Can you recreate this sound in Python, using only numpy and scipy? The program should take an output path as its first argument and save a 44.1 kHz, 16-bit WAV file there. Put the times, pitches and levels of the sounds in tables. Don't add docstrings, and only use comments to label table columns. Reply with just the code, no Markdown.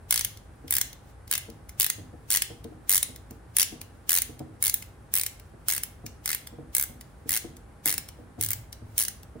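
import sys
import numpy as np
from scipy import signal
from scipy.fft import rfft, irfft
from scipy.io import wavfile

SR = 44100
rng = np.random.default_rng(int(sys.argv[2]) if len(sys.argv) > 2 else 0)


def generate_wav(signal):
    frames = np.transpose(np.atleast_2d(signal))
    scaled = np.clip(frames, -1, 1) * 32767
    pcm = np.round(scaled).astype(np.int16)
    wavfile.write(sys.argv[1], SR, pcm)


N = 414540
TIME = np.arange(N) / SR
SIZE, LEAD = 2048, 256

# first tooth t/s, last tooth t/s, teeth, first and last gap (ratios to mid-stroke),
# start level/dB, end level/dB, weight (housing against pawl)/dB, pawl ring/dB, housing ring/dB
STROKES = [(0.1088, 0.21, 7, 0.95, 0.95, 9, 3.1, 4, 1, -1.5),
           (0.7083, 0.7834, 6, 1.2, 1.2, 6, 8.7, -5, -3.5, 2), (1.3133, 1.3788, 5, 1, 2, 5.1, 3, 2, 1, 2.5),
           (1.7995, 1.8648, 6, 0.8, 1.76, 8.4, 5.4, -0.5, -0.5, -0.5),
           (2.3043, 2.3716, 8, 1.14, 1.38, 4.8, 9.3, 2, 2, -1),
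           (2.8946, 2.9788, 9, 1.12, 1.18, 9, 10, -1, 2.5, -2),
           (3.5675, 3.629, 6, 1.86, 1.3, 9.5, 9.6, 3.5, 4, -3),
           (4.0937, 4.186, 9, 1.17, 1.07, 7.9, 7.6, -1.5, -1.5, 0),
           (4.626, 4.6968, 7, 1.57, 1.95, 7.2, 6.4, -2, 2, -1),
           (5.1394, 5.2347, 8, 1.36, 2.08, 6.5, 3, -3, -2, 0),
           (5.6845, 5.7794, 9, 0.63, 1.26, 6.2, 0.81, -2, -1, 3),
           (6.2587, 6.348, 7, 1.54, 1.5, 1.1, 3.3, 0.5, -0.5, 3.5),
           (6.7502, 6.838, 7, 1.12, 0.86, 7.6, 3.7, -7, -1.5, 2),
           (7.293, 7.374, 9, 1.5, 1.02, 3.9, 3.4, -2, -1, 2),
           (7.8581, 7.94, 9, 1.04, 1.54, 6.6, 1.9, -2, 0.5, 3),
           (8.4112, 8.4876, 6, 1.38, 2.33, 3.2, 1, -2, -0.5, -2),
           (8.5061, 8.5328, 3, 0.73, 1.27, 2.1, 1.8, -2.5, -9, 1),
           (8.98, 9.051, 8, 1.23, 1.74, 7.3, 0.36, -2, 2.5, -2)]
# f/Hz, level/dB
SNAP_TONE = [(300, -33), (800, -22.5), (1300, -18.5), (2100, -11), (3300, -8.5), (4300, -9.5), (6500, -5),
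             (8300, -5), (10000, -3), (12300, -7.5), (13800, -0.5), (15600, 2.5), (17000, -29)]
# f/Hz, level/dB
ROOM_TONE = [(300, 3.5), (3000, 10), (15000, 0.5)]


def undb(db):
    return 10 ** (np.asarray(db) / 20)


def unit(x):
    return x / np.sqrt(np.sum(x ** 2, axis=-1, keepdims=True))


def curve(points, hz):
    f, value = np.transpose(points)
    return np.interp(np.log(hz + 1), np.log(f), value)


def bins(size):
    return np.fft.rfftfreq(size, 1 / SR)


def colour(x, db):
    size = x.shape[-1]
    cepstrum = irfft(np.log(undb(db)), size)
    cepstrum[..., 1:size // 2] *= 2
    cepstrum[..., size // 2 + 1:] = 0
    return irfft(rfft(x) * np.exp(rfft(cepstrum)), size)


def fade(t, t60):
    return np.exp(-np.log(1000) * t / t60)


def ring(modes, t, detune=0.):
    out = 0
    for hz, t60, db in modes:
        pitch = hz * (1 + detune * rng.standard_normal())
        out = out + undb(db) * unit(np.sin(2 * np.pi * pitch * t) * fade(t, t60))
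    return out


def add(track, s, sound):
    i = int(s * SR)
    track[..., i:i + sound.shape[-1]] += sound[..., :N - i]


def convolve(x, response):
    return signal.fftconvolve(np.atleast_2d(x), np.atleast_2d(response), axes=-1)[:, :N]


def room_hum(rumble_db=-49.0, fan_hz=808, fan_db=-70.5):
    # f/Hz, level/dB
    rumble_tone = [(20, -33), (35, -15), (52, 6), (100, 1), (190, -8), (400, -13.5), (800, -18.5),
                   (1600, -22.5), (3000, -36), (6500, -41.5), (10000, -35), (15500, -58)]
    hz = bins(N)
    mid, side = rfft(rng.standard_normal((2, N))) * undb(curve(rumble_tone, hz))
    side = side * (.05 + .7 * hz ** 2 / (hz ** 2 + 230 ** 2))
    rumble = unit(irfft([mid + side, mid - side], N)) * np.sqrt(N)
    wander = np.cumsum(rng.standard_normal(N)) * 0.023
    fan = np.sqrt(2) * np.sin(2 * np.pi * fan_hz * TIME + wander)
    return undb(rumble_db) * rumble + undb(fan_db) * fan


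def reverb(x, wet_db=-10, predelay_s=0.00095):
    # f/Hz, t60/s
    decay_times = [(300, 0.099), (3000, 0.42), (15000, 0.26)]
    size = 16 * SIZE
    t, hz = np.arange(size) / SR, bins(size)
    noise = rfft(rng.standard_normal((2, size)))
    centres = np.geomspace(200, 16000, 9)
    tone = undb(curve(ROOM_TONE, hz)) * hz / (hz + 200)
    tail = 0
    for centre, share in zip(centres, np.eye(len(centres))):
        band = curve(np.column_stack([centres, share]), hz)
        tail = tail + irfft(noise * band * tone) * fade(t, curve(decay_times, centre))
    return undb(wet_db) * convolve(x, unit(tail * (t > predelay_s)))


def rustle(rub_db=-49, lead_s=0.0058, spread_s=0.014, idle_db=-28, patchy_db=6):
    effort = sum(np.exp(-((TIME - s + lead_s) / spread_s) ** 2) for s, *_ in STROKES)
    grain = np.interp(TIME, np.arange(200) / 20, rng.standard_normal(200))
    tone_db = curve(SNAP_TONE, bins(N)) + curve(ROOM_TONE, bins(N))
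    rub = unit(colour(rng.standard_normal((2, N)), tone_db)) * np.sqrt(N)
    return undb(rub_db) * (effort + undb(idle_db + patchy_db * grain)) * rub


def table_top(bump_gain_db=23, push_s=0.00487, skid=0.68, skid_t60=0.6, thud_db=-3, side_db=-4):
    # f/Hz, t60/s, level/dB
    wood_modes = [(104.3, 0.22, -4.5), (148, 0.13, -2.5), (257.3, 0.38, -3.5), (322.3, 0.083, -1.5),
                  (469.6, 0.09, -6.5), (742, 0.13, -7.5)]
    # t/s, relative level/dB
    bumps = [(0.642, -36.5), (1.487, -34.5), (1.985, -33.5), (2.135, -36.5), (2.505, -33.5), (2.651, -30.5),
             (2.722, -37), (3.092, -37), (3.311, -36), (3.724, -32), (4.293, -34.5), (4.406, -27),
             (5.539, -40.5), (6.042, -33.5), (6.531, -38), (6.587, -31), (6.898, -36.5), (7.26, -34),
             (7.446, -29.5), (7.86, -31), (8.191, -37.5), (8.384, -31), (8.821, -39.5), (9.357, -34)]
    # t/s, level/dB
    drag_levels = [(0, -55.5), (8.37, -60), (8.41, -44), (8.6, -43.5), (8.68, -59), (8.85, -44.5),
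                   (9.1, -70), (9.4, -53)]
    t = np.arange(8 * SIZE) / SR
    skin = signal.butter(3, [90, 560], "bandpass", fs=SR, output="sos")
    low_cut = signal.butter(1, 300, "highpass", fs=SR, output="sos")
    out = np.zeros((2, N))
    for s, db in bumps:
        grit = rng.standard_normal((2, 2, len(t)))
        push = unit(t * np.exp(-t / push_s) * grit[0])
        slide = skid * unit(fade(t, skid_t60) * grit[1])
        force = unit(signal.sosfilt(skin, push + slide))
        wood = unit(convolve(force, ring(wood_modes, t, detune=0.039))[:, :len(t)])
        mid, side = unit(wood + undb(thud_db) * force)
        width = undb(side_db) * signal.sosfilt(low_cut, side) * np.array([[1], [-1]])
        add(out, s - push_s, undb(db + bump_gain_db) * (mid + width))
    drag = unit(convolve(rng.standard_normal(N), ring(wood_modes[:1], t))) * np.sqrt(N)
    return out + drag * undb(np.interp(TIME, *np.transpose(drag_levels)))


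def place_click(click, scatter_db=-2, scatter_t60=.023, delay_s=.0005, shade_db=4.5):
    # f/Hz, phase/rad
    phase_lead = [(300, .3), (2700, 1.6), (4400, .9), (6000, 1.9), (8200, 2), (10400, .5), (13000, -.5),
                  (16000, -2)]
    # f/Hz, level/dB
    scatter_tone = [(500, -4), (4000, 1.5), (8000, -3), (13000, -8)]
    t, hz = np.arange(SIZE) / SR, bins(SIZE)
    sides = np.array([[1], [-1]]) / 2
    direct = np.exp(1j * sides * curve(phase_lead, hz))
    reflections = unit(rng.standard_normal((2, SIZE)) * fade(t, scatter_t60) * (t > delay_s))
    scatter = undb(scatter_db + curve(scatter_tone, hz)) * rfft(reflections)
    shade = undb(sides * shade_db / (1 + ((hz - 4500) / 1800) ** 2))
    heard = irfft(rfft(click) * shade * (direct + scatter))
    return heard / np.sqrt(np.sum(heard ** 2))


def snap(weight_db, pawl_db, housing_db, scrape, pawl_hz=9960, rattle_db=-14, ring_db=-17):
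    # f/Hz, t60/s, level/dB
    housing_modes = [(1803, 0.017, -5.5), (2098, .016, 0)]
    t, hz = (np.arange(SIZE) - LEAD) / SR, bins(SIZE)
    grit = rng.standard_normal((3, SIZE))
    flight_s = rng.uniform(.0008, .0035)
    bounce = 1.6 * scrape * (abs(t - flight_s) < .5 / SR)
    strike = unit((t == 0) + bounce + scrape * grit[0] * (t > 0) * fade(abs(t), t60=0.009))
    rattle = undb(rattle_db) * unit(grit[1] * (t > 0) * fade(abs(t), t60=0.11))
    ramp = 0.62 * scrape * unit(grit[2] * (t < 0) * fade(abs(t), t60=0.029))
    pitch = pawl_hz * (1 + .028 * rng.standard_normal())
    pawl_peak = (5.5 + pawl_db) / (1 + ((hz - pitch) / 800) ** 2)
    body_shelves = weight_db / (1 + (hz / 7500) ** 8) + housing_db / (1 + (hz / 2800) ** 8)
    click = unit(colour(strike + rattle + ramp, curve(SNAP_TONE, hz) + pawl_peak + body_shelves))
    housing = ring(housing_modes, np.maximum(t, 0), detune=0.039)
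    return click + undb(ring_db + weight_db / 2 + housing_db) * housing


def regrips():
    # t/s, level/dB
    ticks = [(0.373, -19), (0.68, -14), (0.93, -15), (1.278, -18.5), (1.501, -19), (1.693, -12.5),
             (2.643, -18.5), (3.161, -14), (3.309, -16), (3.815, -8), (4.393, -17.5), (4.824, -10.5),
             (5.398, -19.5), (6.064, -7.5), (6.472, -9.5), (7.011, -14), (7.568, -20), (8.088, -12),
             (8.728, -10), (9.232, -19)]
    for s, db in ticks:
        yield s, db, snap(weight_db=4, pawl_db=-3, housing_db=0, scrape=0.47)


def last_snaps():
    # t/s, level/dB, weight (housing against pawl)/dB
    late_teeth = [(0.248, 7, -1), (0.8136, 9, 0), (1.9001, 8, 2), (2.421, 8, 3), (3.0293, 9, 4),
                  (4.2198, 7, -4), (4.7419, 10.5, -8), (5.2642, 3, -3), (5.8346, 3, -3), (7.98, 3.5, -1),
                  (9.083, 2.5, -3)]
    for s, db, weight_db in late_teeth:
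        *_, pawl_db, housing_db = min(STROKES, key=lambda stroke: abs(stroke[0] - s))
        yield s, db, snap(weight_db, pawl_db, housing_db, scrape=0.3)


def tooth_times(start_s, end_s, teeth, opening, closing):
    progress = np.linspace(0, 1, teeth - 1)
    gaps = 1 + (1 - 2 * progress) * ((opening - 1) * (1 - progress) - (closing - 1) * progress)
    return start_s + (end_s - start_s) * np.append(0, np.cumsum(gaps)) / np.sum(gaps)


def ratchet(accent_db=2.5, thinning_db=4.0, level_spread_db=1.0, weight_spread_db=1.5):
    for *timing, start_db, end_db, weight_db, pawl_db, housing_db in STROKES:
        times = tooth_times(*timing)
        yield times[0], start_db + accent_db, snap(weight_db - thinning_db, pawl_db, housing_db, 0.14)
        for s in times[1:]:
            db = np.interp(s, timing[:2], [start_db, end_db]) + level_spread_db * rng.standard_normal()
            tooth_weight_db = weight_db + weight_spread_db * rng.standard_normal()
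            yield s, db, snap(tooth_weight_db, pawl_db, housing_db, scrape=0.21)


def dial():
    send, close = np.zeros(N), np.zeros((2, N))
    for s, db, click in [*ratchet(), *last_snaps(), *regrips()]:
        add(send, s - LEAD / SR, undb(db) * unit(click) / np.sqrt(2))
        add(close, s - LEAD / SR, undb(db) * place_click(click))
    return send, close


def scene():
    send, clicks = dial()
    hands = rustle() + table_top()
    return clicks + hands + reverb(send + hands) + room_hum()


def record(dry):
    return signal.sosfilt(signal.ellip(6, .5, 60, 15900, fs=SR, output="sos"), dry)


dry = scene()
out = record(dry)
generate_wav(out)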